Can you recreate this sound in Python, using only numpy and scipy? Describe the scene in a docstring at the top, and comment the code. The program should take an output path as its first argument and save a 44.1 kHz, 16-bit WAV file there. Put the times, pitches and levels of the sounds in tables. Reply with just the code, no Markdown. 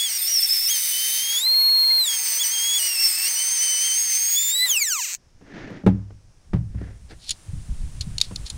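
"""A router cuts a slot in roof decking: its whine, a stack of harmonics, sags and chatters as the bit bites
and rises when it runs free, while torn wood adds shaped noise. Switched off, it runs down into a rattle of
single pulses that ring the housing. Then wind and hiss fade in, and the base slides (swelling noise) and
knocks on the hollow deck (decaying modes). Last, a metal hand tool clicks (damped modes and noise) and
scrapes, while handling bumps the single microphone (short low tones); one more soft knock falls among them."""
import sys
import numpy as np
from scipy import signal
from scipy.fft import rfft, irfft, next_fast_len
from scipy.io import wavfile
from scipy.ndimage import uniform_filter1d, map_coordinates

SR = 44100
rng = np.random.default_rng(int(sys.argv[2]) if len(sys.argv) > 2 else 0)


def file_out(sig):
    """Save sig as 16-bit WAV at sys.argv[1]."""
    # one column per channel
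    cols = np.atleast_2d(sig).T
    # limit, then scale
    lim = np.clip(cols, -1, 1)
    pcm = np.round(lim * 32767).astype(np.int16)
    wavfile.write(sys.argv[1], SR, pcm)


N = 377937
TIME = np.arange(N) / SR  # seconds

# Wind and hiss outdoors: time_s, level_db
WIND_LEVEL = [(5.2, -55.5), (6.4, -50), (6.7, -33), (7.03, -47.5), (7.44, -46), (7.5, -30), (8.57, -32)]
HISS_LEVEL = [(5.9, -76), (7.05, -62), (7.4, -54.5), (8.57, -49.5)]
# Short low bumps from handling, over the wind rumble: peak_s, pitch_hz, level_db
HANDLING_BUMPS = [(7.498, 90, -24), (7.539, 137, -22.5), (7.706, 48.6, -18), (7.813, 25, -21.5),
                  (8.013, 86, -22.5), (8.075, 153, -22.5), (8.445, 48.4, -26)]
# Noise colours, as relative loudness: frequency_hz, level_db
GUST_COLOUR = [(22, 0.5), (60, -0.5), (95, -5.5), (150, -10), (350, -35), (900, -90)]  # wind rumble
HISS_COLOUR = [(250, 2.5), (800, 0), (1450, -2.5), (5500, -3.5), (9600, 1), (11000, -14.5), (15500, -22)]
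FLOOR_COLOUR = [(200, 12.5), (1000, 1), (1600, -0.5), (4100, -7), (5500, 2.5), (6700, -3.5), (7500, -10),
                (15000, -28)]  # dark steady background
SLIDE_COLOUR = [(40, -1.5), (300, 10.5), (750, -3.5), (1100, -10.5), (1750, 0), (2800, -12.5), (6500, -23),
                (12000, -72)]  # base on sawdust
STEEL_COLOUR = [(300, -42), (1500, -17), (4200, 10), (7000, -3.5), (10000, -7), (15000, -32)]  # metal cracks and scrapes
CLACK_COLOUR = [(60, -31), (300, 7.0), (800, -7.5), (1800, -16.0), (14000, -50.0)]  # base hits deck
FAN_COLOUR = [(60, -21.5), (300, -12.5), (900, 0.5), (2100, 2), (3600, -1), (6800, -4.5), (9000, 7),
              (10900, 1), (15500, 2.5)]  # cooling air
HOUSING_COLOUR = [(100, -38.5), (720, -24.5), (980, -15), (1280, -15.5), (2550, 2.5), (3400, -10.5),
                  (4350, 0.5), (4950, -4.5), (5700, 1.5), (6300, 7.5), (7700, 4), (9000, -6), (10800, -24),
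                  (13300, -6.5), (16000, -11)]  # router body
RASP_COLOUR = [(60, -49.5), (250, -29), (1250, -27.5), (2080, -5), (2450, -10), (3000, -11.5),
               (3950, -14.5), (4400, -1.5), (5300, -2), (5900, -8.5), (6500, -4.5), (7400, -15.5),
               (9500, -33), (13200, -16), (15200, -8)]  # tearing wood
SPRAY_COLOUR = [(150, -50.5), (3100, -17), (3750, 1), (4300, -19.5), (6900, -23), (7800, -5), (8700, -8),
                (9600, -0.5), (11000, 1), (12900, -8), (14400, -0.5), (16000, -8.5)]  # flying chips
# Base slides, then tool scrapes: peak_s, spread_s (from peak to 14 percent), level_db
BASE_SLIDES = [(5.6, 0.15, -37), (5.77, 0.077, -42.5), (6.85, 0.13, -47.5), (7.12, 0.031, -42)]
TOOL_SCRAPES = [(7.111, 0.029, -53.5), (7.247, 0.058, -48), (7.293, 0.027, -38.5), (8.244, 0.014, -38),
                (8.471, 0.019, -38)]
# Ringing modes of the metal tool and the roof deck: pitch_hz, level_db, fall_by_60_db_s
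TOOL_MODES = [(3674, -5, 0.024), (4320, 11, 0.01), (6880, 8, 0.011), (9430, -6, 0.008)]
DECK_MODES = [(64.2, -4, 0.62), (101.8, 1, 0.62), (118.7, 1, 0.33), (162, 1, 0.3), (190, 6, 0.263),
              (279, -3, 0.26), (345, -11, 0.17), (448, -13.5, 0.11), (594, -13.5, 0.055), (830, -21, 0.06)]
# Clicks of the metal tool: start_s, level_db, tilt_db_per_octave, ring_length_factor
TOOL_CLICKS = [(7.2925, -19, 14, 1.3), (7.3063, -20, 22, 2), (7.311, -22, 18, 1.5), (8.009, -23.5, -2, 2.1),
               (8.182, -13.5, -5, .6), (8.202, -26, -4, 1.3), (8.2133, -1.5, -10, .6),
               (8.3596, -18, -7, 0.7), (8.464, -37, 0, 2.5), (8.4996, -25, 18, 1.7)]
# Knocks of the base on the deck: start_s, level_db, tilt_db_per_octave, clack_db
BASE_KNOCKS = [(5.411, -54.5, 2, 9.5), (5.702, -37, 6.5, 4), (5.836, -31.5, 4, -13),
               (5.864, -14.5, 1, -0.5), (5.873, -33, 18.5, 5), (5.885, -26, 9.5, -6), (6.105, -54, 1, 7.5),
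               (6.533, -24.5, -5.5, 0), (6.557, -32.5, -11, -2), (6.746, -40.5, -9.5, -4.5),
               (6.812, -38.5, 3, 0), (8.31, -39.5, 2, 3)]
# Faint steady tones under the whine, strongest in the middle of the cut: pitch_hz, level_db (at most)
FAINT_TONES = [(470, -60), (945, -49.5), (2363, -53.5)]
# Treble of the cut, before the bite sets its strength: time_s, chip_spray_db, bit_ring_db, chopped_ring_db
TREBLE_LEVELS = [(0, -41, -26.5, -30), (.3, -31, -28, -31.5), (.62, -26.5, -33.5, -27),
                 (.8, -25.5, -28, -29.5), (1.25, -25, -34, -33), (1.65, -37.5, -45, -47),
                 (2.1, -32.5, -26.5, -32.5), (2.35, -53, -26, -28), (2.7, -40, -26.5, -35),
                 (2.85, -49, -24.5, -29), (3.25, -63, -26, -29.5), (3.65, -57, -25.5, -49),
                 (4.3, -51, -27.5, -28.5), (4.6, -21, -30.5, -19)]
# The bit chatters in the cut: start_s, end_s, depth_0_to_1
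CHATTER_SPANS = [(.18, .685, .85), (2.88, 3.25, 0.4)]
# The bit skids and its squeal takes over: start_s, end_s, share_0_to_1
SKID_SPANS = [(.18, .275, 0.65), (.402, .422, 0.77), (.466, .486, 0.77)]
# Driven pitch of the whine, which sags under load: time_s, pitch_hz
WHINE_PITCH = [(0.0, 3350), (0.045, 3420), (0.12, 2846), (0.17, 2883), (0.19, 2550), (0.265, 2606),
               (0.3, 2910), (0.4, 2605), (0.45, 2736), (0.49, 2570), (0.675, 2643), (0.71, 3280),
               (0.79, 3024), (1.15, 3075), (1.35, 3320), (1.4, 3540), (1.46, 4114), (1.52, 4235),
               (1.64, 4289), (1.99, 4221), (2.04, 3960), (2.09, 3314), (2.18, 3190), (2.375, 3034),
               (2.42, 3475), (2.445, 2960), (2.5, 3050), (2.54, 3260), (2.59, 3176), (2.65, 3297),
               (2.775, 3418), (2.8, 2940), (2.87, 2886), (2.98, 2646), (3.03, 2710), (3.12, 2580),
               (3.22, 2700), (3.27, 2780), (3.295, 3140), (3.34, 3110), (3.365, 2890), (3.39, 3015),
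               (3.54, 3183), (3.6, 2996), (3.66, 3103), (3.77, 2980), (3.86, 3176), (3.92, 3077),
               (4.0, 3265), (4.13, 3090), (4.36, 3370), (4.41, 3558), (4.5, 3560), (4.56, 3883),
               (4.65, 4046)]
# Usual strength of the whine as harmonics cross tool resonances: pitch_hz, fundamental_db, octave_db
WHINE_STRENGTH = [(2580, -31.5, -20.5), (3154, -28.5, -21), (3460, -18, -19), (3520, -28.5, -20.5),
                  (4060, -16, -27), (4250, -13.5, -37)]
# Upper partials: time_s, octave_change_db (against its usual strength), twelfth_db
PARTIAL_LEVELS = [(.04, -11, -38), (.27, 4, -51), (.35, 5, -44), (.65, 1.5, -39), (.85, -7, -35),
                  (1.3, -4.5, -31.5), (2.0, -2, -33), (2.15, -5, -41.5), (2.75, -2, -39.5),
                  (2.83, -7.5, -30.5), (3.02, 0, -38.5), (3.06, 8.5, -45.5), (3.1, -5.5, -35.5),
                  (3.5, 0, -33), (3.9, 0, -32), (4.55, 1, -59)]
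# The fundamental weakens for a while: start_s, end_s, change_db
FUNDAMENTAL_DIPS = [(.09, .68, -13.5), (.77, .92, -11), (2.165, 2.385, -18), (2.45, 2.53, -10),
                    (3.06, 3.17, -9.5), (3.295, 3.36, -22), (3.43, 3.6, -12.5), (3.96, 4.355, -18.5)]

BUMP_CYCLES = 1.25  # spread of a bump from its peak to 14 percent, in its own cycles
OFF_S, STOP_S = 4.654, 5.17  # switch thrown; rotor still
DRAG_HZ = 3190  # above this pitch air drag brakes the rotor more than friction does
COAST_DB, COAST_DB_PER_S = -17, 24.5  # run-down level at switch-off, and its fall
FREE_HZ, LADEN_HZ = 4220, 2647  # whine pitch with the bit free, and under full load
RASP_DB = -26.5  # middle level of the rasp, before the bite sets its strength
STALL_DB = 7.5  # cut in level at full chatter: the bit rubs more and tears less
EASE_DB = 16  # fall of the cutting noise from full load to running free
SQUEAL_HZ, SQUEAL_DB, SKID_DB = 8870, -33.5, 10.5  # chatter squeal; SKID_DB is added in a full skid
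STUTTER_HZ = 76.4  # middle rate of the catches, which come unevenly
SLIP_SAG, SLIP_DB = .075, 6  # a full catch drags the pitch down by this share and tears this much louder
TOP_HZ = 15850  # upper band limit


def amp(db):
    """Turns decibels into an amplitude factor."""
    return 10 ** (np.asarray(db) / 20)


def unit(x):
    """Scales a signal to an average power of 1."""
    return x / np.sqrt(np.mean(np.abs(x) ** 2) + 1e-20)


def curves(rows):
    """Draws one line through time for each column after the first."""
    s, *cols = np.transpose(rows)
    return [np.interp(TIME, s, c) for c in cols]


def at_speed(rows, hz):
    """Reads each column after the first at the pitch of the moment."""
    f, *cols = np.transpose(rows)
    return [np.interp(hz, f, c) for c in cols]


def colour(points, hz):
    """Reads the gain of a noise colour or body on a logarithmic pitch scale."""
    f, db = np.transpose(points)
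    return amp(np.interp(np.log(hz + 1), np.log(f), db))


def filtered(x, response):
    """Makes each frequency stronger or weaker by the given response."""
    size = next_fast_len(N + 8192)  # spare room at the end, so the tail does not land on the start
    spectrum = rfft(x, size) * response(np.fft.rfftfreq(size, 1 / SR))
    return irfft(spectrum, size)[:N]


def noise(points):
    """Makes noise of the given colour, with an average power of 1."""
    return unit(filtered(rng.standard_normal(N), lambda hz: colour(points, hz)))


def wobble(rate):
    """Makes a smooth random curve through rate new points a second."""
    return unit(map_coordinates(rng.standard_normal(N // 4), [TIME * rate], mode="wrap"))


def fade(s, width):
    """Rises smoothly from 0 to 1 around time s."""
    return .5 + .5 * np.tanh((TIME - s) / width)


def spans(rows, edge_s=0.0035):
    """Holds each row's value from its start to its end, with soft edges."""
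    return sum(value * (fade(start, edge_s) - fade(end, edge_s)) for start, end, value in rows)


def strokes(rows):
    """Shapes strokes that each swell and fade around their peak."""
    return sum(amp(db) * np.exp(-2 * ((TIME - s) / spread) ** 2) for s, spread, db in rows)


def add(track, s, sound):
    """Mixes a sound into the track at time s."""
    part = track[round(s * SR):][:len(sound)]
    part += sound[:len(part)]


def impulse(points, size=2048):
    """Makes the ring of a tapped body: all its energy comes as early as its spectrum allows."""
    cepstrum = irfft(np.log(colour(points, np.fft.rfftfreq(size, 1 / SR))))
    # folding the second half onto the first leaves no sound before the tap
    cepstrum[1:size // 2] *= 2
    cepstrum[size // 2 + 1:] = 0
    return irfft(np.exp(rfft(cepstrum)))


def ring(modes, t, tilt_db, scatter_db):
    """Rings struck modes as dying sines; a higher tilt favours the treble, as a harder blow does."""
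    hz, db, t60 = np.transpose(modes)[:, :, None]
    tilt = tilt_db * np.log2(hz / np.median(hz))
    level = db + tilt + scatter_db * rng.standard_normal(hz.shape)
    sign = (-1) ** np.arange(len(hz))[:, None]
    return np.sum(sign * amp(level - 60 * t / t60) * np.sin(2 * np.pi * hz * t), axis=0)


def outdoors():
    """Wind rumbles on the microphone over a dark floor and a soft hiss that slowly comes up."""
    wind_db, = curves(WIND_LEVEL)
    hiss_db, = curves(HISS_LEVEL)
    buffet = amp(wind_db) * unit(amp(4.2 * wobble(22)) * noise(GUST_COLOUR))
    floor = amp(-63) * noise(FLOOR_COLOUR)
    hiss = amp(hiss_db) * noise(HISS_COLOUR)
    return (buffet + floor + hiss) * fade(5.17, 0.013)


def handling():
    """Handling bumps the microphone: each bump is a low tone that swells and fades within a few cycles."""
    out = np.zeros(N)
    for s, hz, db in HANDLING_BUMPS:
        swell = strokes([(s, BUMP_CYCLES / hz, db)])
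        out += swell * np.cos(2 * np.pi * hz * (TIME - s))
    return out * fade(5.17, 0.013)


def grit(rate, depth_db):
    """Makes the strength of rubbing jump about, as rough grains do."""
    return unit(amp(depth_db * wobble(rate)))


def friction():
    """The base grinds over sawdust; the hand tool scrapes in short gritty strokes."""
    slides = strokes(BASE_SLIDES) * grit(90, depth_db=1.5) * noise(SLIDE_COLOUR)
    scrapes = strokes(TOOL_SCRAPES) * grit(400, depth_db=1.5) * noise(STEEL_COLOUR)
    return slides + scrapes


def clicks():
    """Metal snaps on metal: a short crack of noise and a quickly damped ring."""
    out, t = np.zeros(N), np.arange(SR // 5) / SR
    for s, db, tilt_db, length in TOOL_CLICKS:
        crack = noise(STEEL_COLOUR)[:len(t)]
        dying = amp(-60 * t / (0.023 * length)) + amp(-32.0 - 60 * t / 0.18)  # fast, then a faint tail
        steel = ring(np.array(TOOL_MODES) * [1, 1, length], t, tilt_db, scatter_db=2)
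        onset = 1 - np.exp(-t / 0.0011)
        add(out, s, amp(db) * (.5 * steel + crack * dying) * onset)
    return out


def knocks():
    """The base clacks on the deck, which booms like a drum."""
    out, t = np.zeros(N), np.arange(SR) / SR
    for s, db, tilt_db, clack_db in BASE_KNOCKS:
        contact = noise(CLACK_COLOUR)[:SR]
        dying = amp(clack_db - 60 * t / 0.081) + amp(clack_db - 23.0 - 60 * t / 0.48)
        loose = .0005 * wobble(30)[:SR] * (1 - np.exp(-t / .03))  # loose boards make the modes waver
        boom = ring(DECK_MODES, t + loose, tilt_db, scatter_db=1.5)
        onset = 1 - np.exp(-t / 0.00032)
        add(out, s, amp(db) * (boom + contact * dying) * onset)
    return out


def pitch():
    """Inertia rounds every speed change; once off, air drag and steady friction brake the rotor."""
    driven, = curves(WHINE_PITCH)
    left = np.clip((STOP_S - TIME) / (STOP_S - OFF_S), .005, 1)  # share of the run-down still to come
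    braked = DRAG_HZ * np.tan(left * np.arctan(driven / DRAG_HZ))
    return uniform_filter1d(braked, size=SR // 70)


def scattered(x):
    """The rafters answer by paths that shift as the tool shakes, so each harmonic flutters on its own."""
    t = np.arange(SR // 30) / SR
    echoes = np.zeros(N)
    for _ in range(2):
        wall = rng.standard_normal(len(t)) * amp(-60 * t / .025)
        echoes += wobble(45) * signal.fftconvolve(x, wall / np.linalg.norm(wall))[:N]
    return amp(-2) * (x + amp(-6) * echoes)


def run_down(phase):
    """One pulse a cycle rings the housing until the whine breaks into ticks; the air rush dies with speed."""
    hz = pitch()
    level_db = COAST_DB - COAST_DB_PER_S * np.clip(TIME - OFF_S, 0, None)
    # sample position at which each whole turn of the whine is reached
    turns = phase / (2 * np.pi)
    at = np.interp(np.arange(1, int(turns[-1])), turns, np.arange(N))
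    at = at[(at > (OFF_S - .05) * SR) & (at < (STOP_S - .012) * SR)]
    at = at + 0.031 * rng.standard_normal(len(at))  # uneven timing blurs the upper harmonics
    # each pulse is a narrow rounded spike, so that it can fall between two samples
    taps = at.astype(int)[:, None] + np.arange(-8, 9)
    offset = taps - at[:, None]
    shape = np.sinc(offset) * np.cos(np.pi * offset / 18) ** 2
    pulses = np.bincount(taps.ravel(), (shape / np.sqrt(hz[taps])).ravel(), N)
    body = impulse(HOUSING_COLOUR)
    rung = signal.fftconvolve(pulses, body / np.linalg.norm(body))[:N]
    rattle = np.sqrt(SR) * scattered(rung) * fade(4.706, 0.075)
    rubbing = amp(-8 - 20 * hz / FREE_HZ) * noise(HOUSING_COLOUR)
    air = amp(-14) * hz / FREE_HZ * noise(FAN_COLOUR)
    # the fundamental lingers while the rotor is fast
    hum_level = amp(-1.5 + 2.3 * wobble(40)) * np.sqrt(colour(HOUSING_COLOUR, hz))
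    hum = hum_level * (1 - fade(5.01, 0.005)) * np.sin(phase)
    return amp(level_db) * (rattle + rubbing + air + hum) * (1 - fade(5.16, 0.01))


def mid_cut():
    """Rises to nearly 1 for the middle of the cut and stays near a quarter elsewhere."""
    return 0.26 + 0.69 * (fade(1.33, 0.031) - fade(3.85, 0.28))


def faint_tones(load):
    """Faint wavering sines lie under the whine, strongest in the middle of the cut and weaker under load."""
    tones = np.zeros(N)
    for hz, db in FAINT_TONES:
        tones += amp(db + 1.5 * wobble(25)) * np.sin(2 * np.pi * hz * TIME + .5 * wobble(22))
    return amp(-8 * load) * mid_cut() ** 2 * tones


def cooling_air():
    """Cooling air rushes as shaped noise, clearest while the hand is off the vents."""
    return amp(-36.0) * np.sqrt(mid_cut()) * noise(FAN_COLOUR)


def whirl(phase):
    """The shaft rings in regular fits when half the pitch nears its bending mode, most as the motor lets go."""
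    nearness = 1 / (1 + ((pitch() / 2 - 2010) / 110) ** 2)  # bending mode at 2010 Hz
    fits = amp(-32.5 + 3.4 * wobble(12)) * np.cos(np.pi * 13.6 * TIME) ** 20  # 13.6 a second
    release = amp(-23.5) * np.exp(-((TIME - 4.645) / 0.044) ** 2)
    return (fits + release) * nearness * np.sin(phase / 2)


def catches():
    """Gives chatter depth and its brief uneven catches of the bit; a skidding bit hardly catches."""
    depth = np.clip(spans(CHATTER_SPANS), 0, 1)
    turns = np.cumsum(STUTTER_HZ * amp(3 * wobble(60))) / SR
    hold = 1 - np.clip(spans(SKID_SPANS), 0, 1)
    return depth, depth * np.cos(np.pi * turns) ** 8 * hold


def chatter(phase, depth, catch):
    """The chattering bit squeals, most when it skids; passing edges add a sideband below and above."""
    bursts = depth * amp(SQUEAL_DB + SKID_DB * spans(SKID_SPANS) + 3 * wobble(90))
    squeal_hz = SQUEAL_HZ * (1 - SLIP_SAG * catch + .004 * wobble(60) + .006 * wobble(900))
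    squeal = 2 * np.pi * np.cumsum(squeal_hz) / SR
    sidebands = amp(-8.5) * np.sin(squeal - 2 * phase) + amp(2.5) * np.sin(squeal + 2 * phase)
    return bursts * (np.sin(squeal) + sidebands)


def bit_ring(width_hz):
    """The bit rings as noise in a narrow band around its resonance, kept complex so it can be shifted."""
    resonance = lambda hz: 1 / (1 + ((hz - 8570) / width_hz) ** 2)
    return unit(signal.hilbert(filtered(rng.standard_normal(N), resonance))) * np.sqrt(2)


def cutting(load, phase, depth, catch):
    """Torn fibres rasp, spray and ring the bit; passing edges chop that ring into two sidebands."""
    spray_db, ring_db, chop_db = curves(TREBLE_LEVELS)
    bite_db = -EASE_DB * (1 - load) ** 1.92 - STALL_DB * depth + SLIP_DB * catch
    bite = amp(bite_db) * (1 - fade(4.77, .03))
    tearing = unit(amp(load * (1.1 * wobble(15) + .9 * wobble(700))))
    ringing = amp(ring_db) * bit_ring(width_hz=337).real
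    edges = np.exp(2j * phase) + amp(-3.0) * (1 - load) * np.exp(1j * phase)
    chopped = amp(chop_db) * (bit_ring(width_hz=390) * edges).real
    rasp = amp(RASP_DB + wobble(30)) * noise(RASP_COLOUR)
    spray = amp(spray_db) * noise(SPRAY_COLOUR)
    return bite * tearing * (rasp + spray + ringing + chopped)


def rotation(catch):
    """Gives load 0-1 and whine phase: deeper bites make speed wander with the grain; catches jerk it down."""
    load = np.clip((FREE_HZ - curves(WHINE_PITCH)[0]) / (FREE_HZ - LADEN_HZ), 0, 1)
    grain = .007 * load * wobble(32)
    shudder = (.0003 + .009 * load ** 6) * wobble(80) + (.001 + .011 * load ** 5) * wobble(900)
    jerk = SLIP_SAG * (catch - uniform_filter1d(catch, size=SR // 20))
    whine_hz = pitch() * (1 + grain + shudder - jerk)
    return load, 2 * np.pi * np.cumsum(whine_hz) / SR


def whine(load, phase, catch):
    """Sounds four cutter harmonics; catches and skids break the even ones, and the fourth is breathy."""
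    first_db, second_db = at_speed(WHINE_STRENGTH, pitch())
    shift_db, third_db = curves(PARTIAL_LEVELS)
    grip = (1 - .88 * catch) * (1 - np.clip(spans(SKID_SPANS), 0, 1))
    fundamental = amp(first_db + spans(FUNDAMENTAL_DIPS, edge_s=0.011))
    octave = grip * amp(second_db + shift_db)
    twelfth = amp(third_db + 2.4 * wobble(11))
    swell = 1 / (1 + ((4 * pitch() - 13750) / 750) ** 2)  # resonance at 13750 Hz
    fourth = amp(-12.5) * octave * (1 + wobble(900)) * swell
    out = np.zeros(N)
    for order, gain in enumerate([fundamental, octave, twelfth, fourth], start=1):
        flutter = amp((.4 + 1.6 * load ** 2) * wobble(36))
        out += gain * flutter * np.sin(order * phase)
    return out


def scene():
    """Mixes all sources, switches the router from powered to run-down, and feeds both channels alike."""
    depth, catch = catches()
    load, phase = rotation(catch)
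    powered = 1 - fade(OFF_S, 0.0015)
    background = outdoors() + handling() + friction() + clicks() + knocks()
    running = whine(load, phase, catch) + cooling_air() + faint_tones(load)
    router = powered * running + (1 - powered) * run_down(phase)
    cut = cutting(load, phase, depth, catch) + chatter(phase, depth, catch)
    mono = background + router + cut + whirl(phase)
    return np.array([mono, mono])


def record(dry):
    """Rounds off the highest peaks and cuts steeply above the band limit."""
    rounded = dry / (1 + np.abs(dry / .9) ** 6) ** (1 / 6)
    band = lambda hz: 1 / (1 + (hz / TOP_HZ) ** 300)
    return np.array([filtered(channel, band) for channel in rounded])


dry = scene()
out = record(dry)
file_out(out)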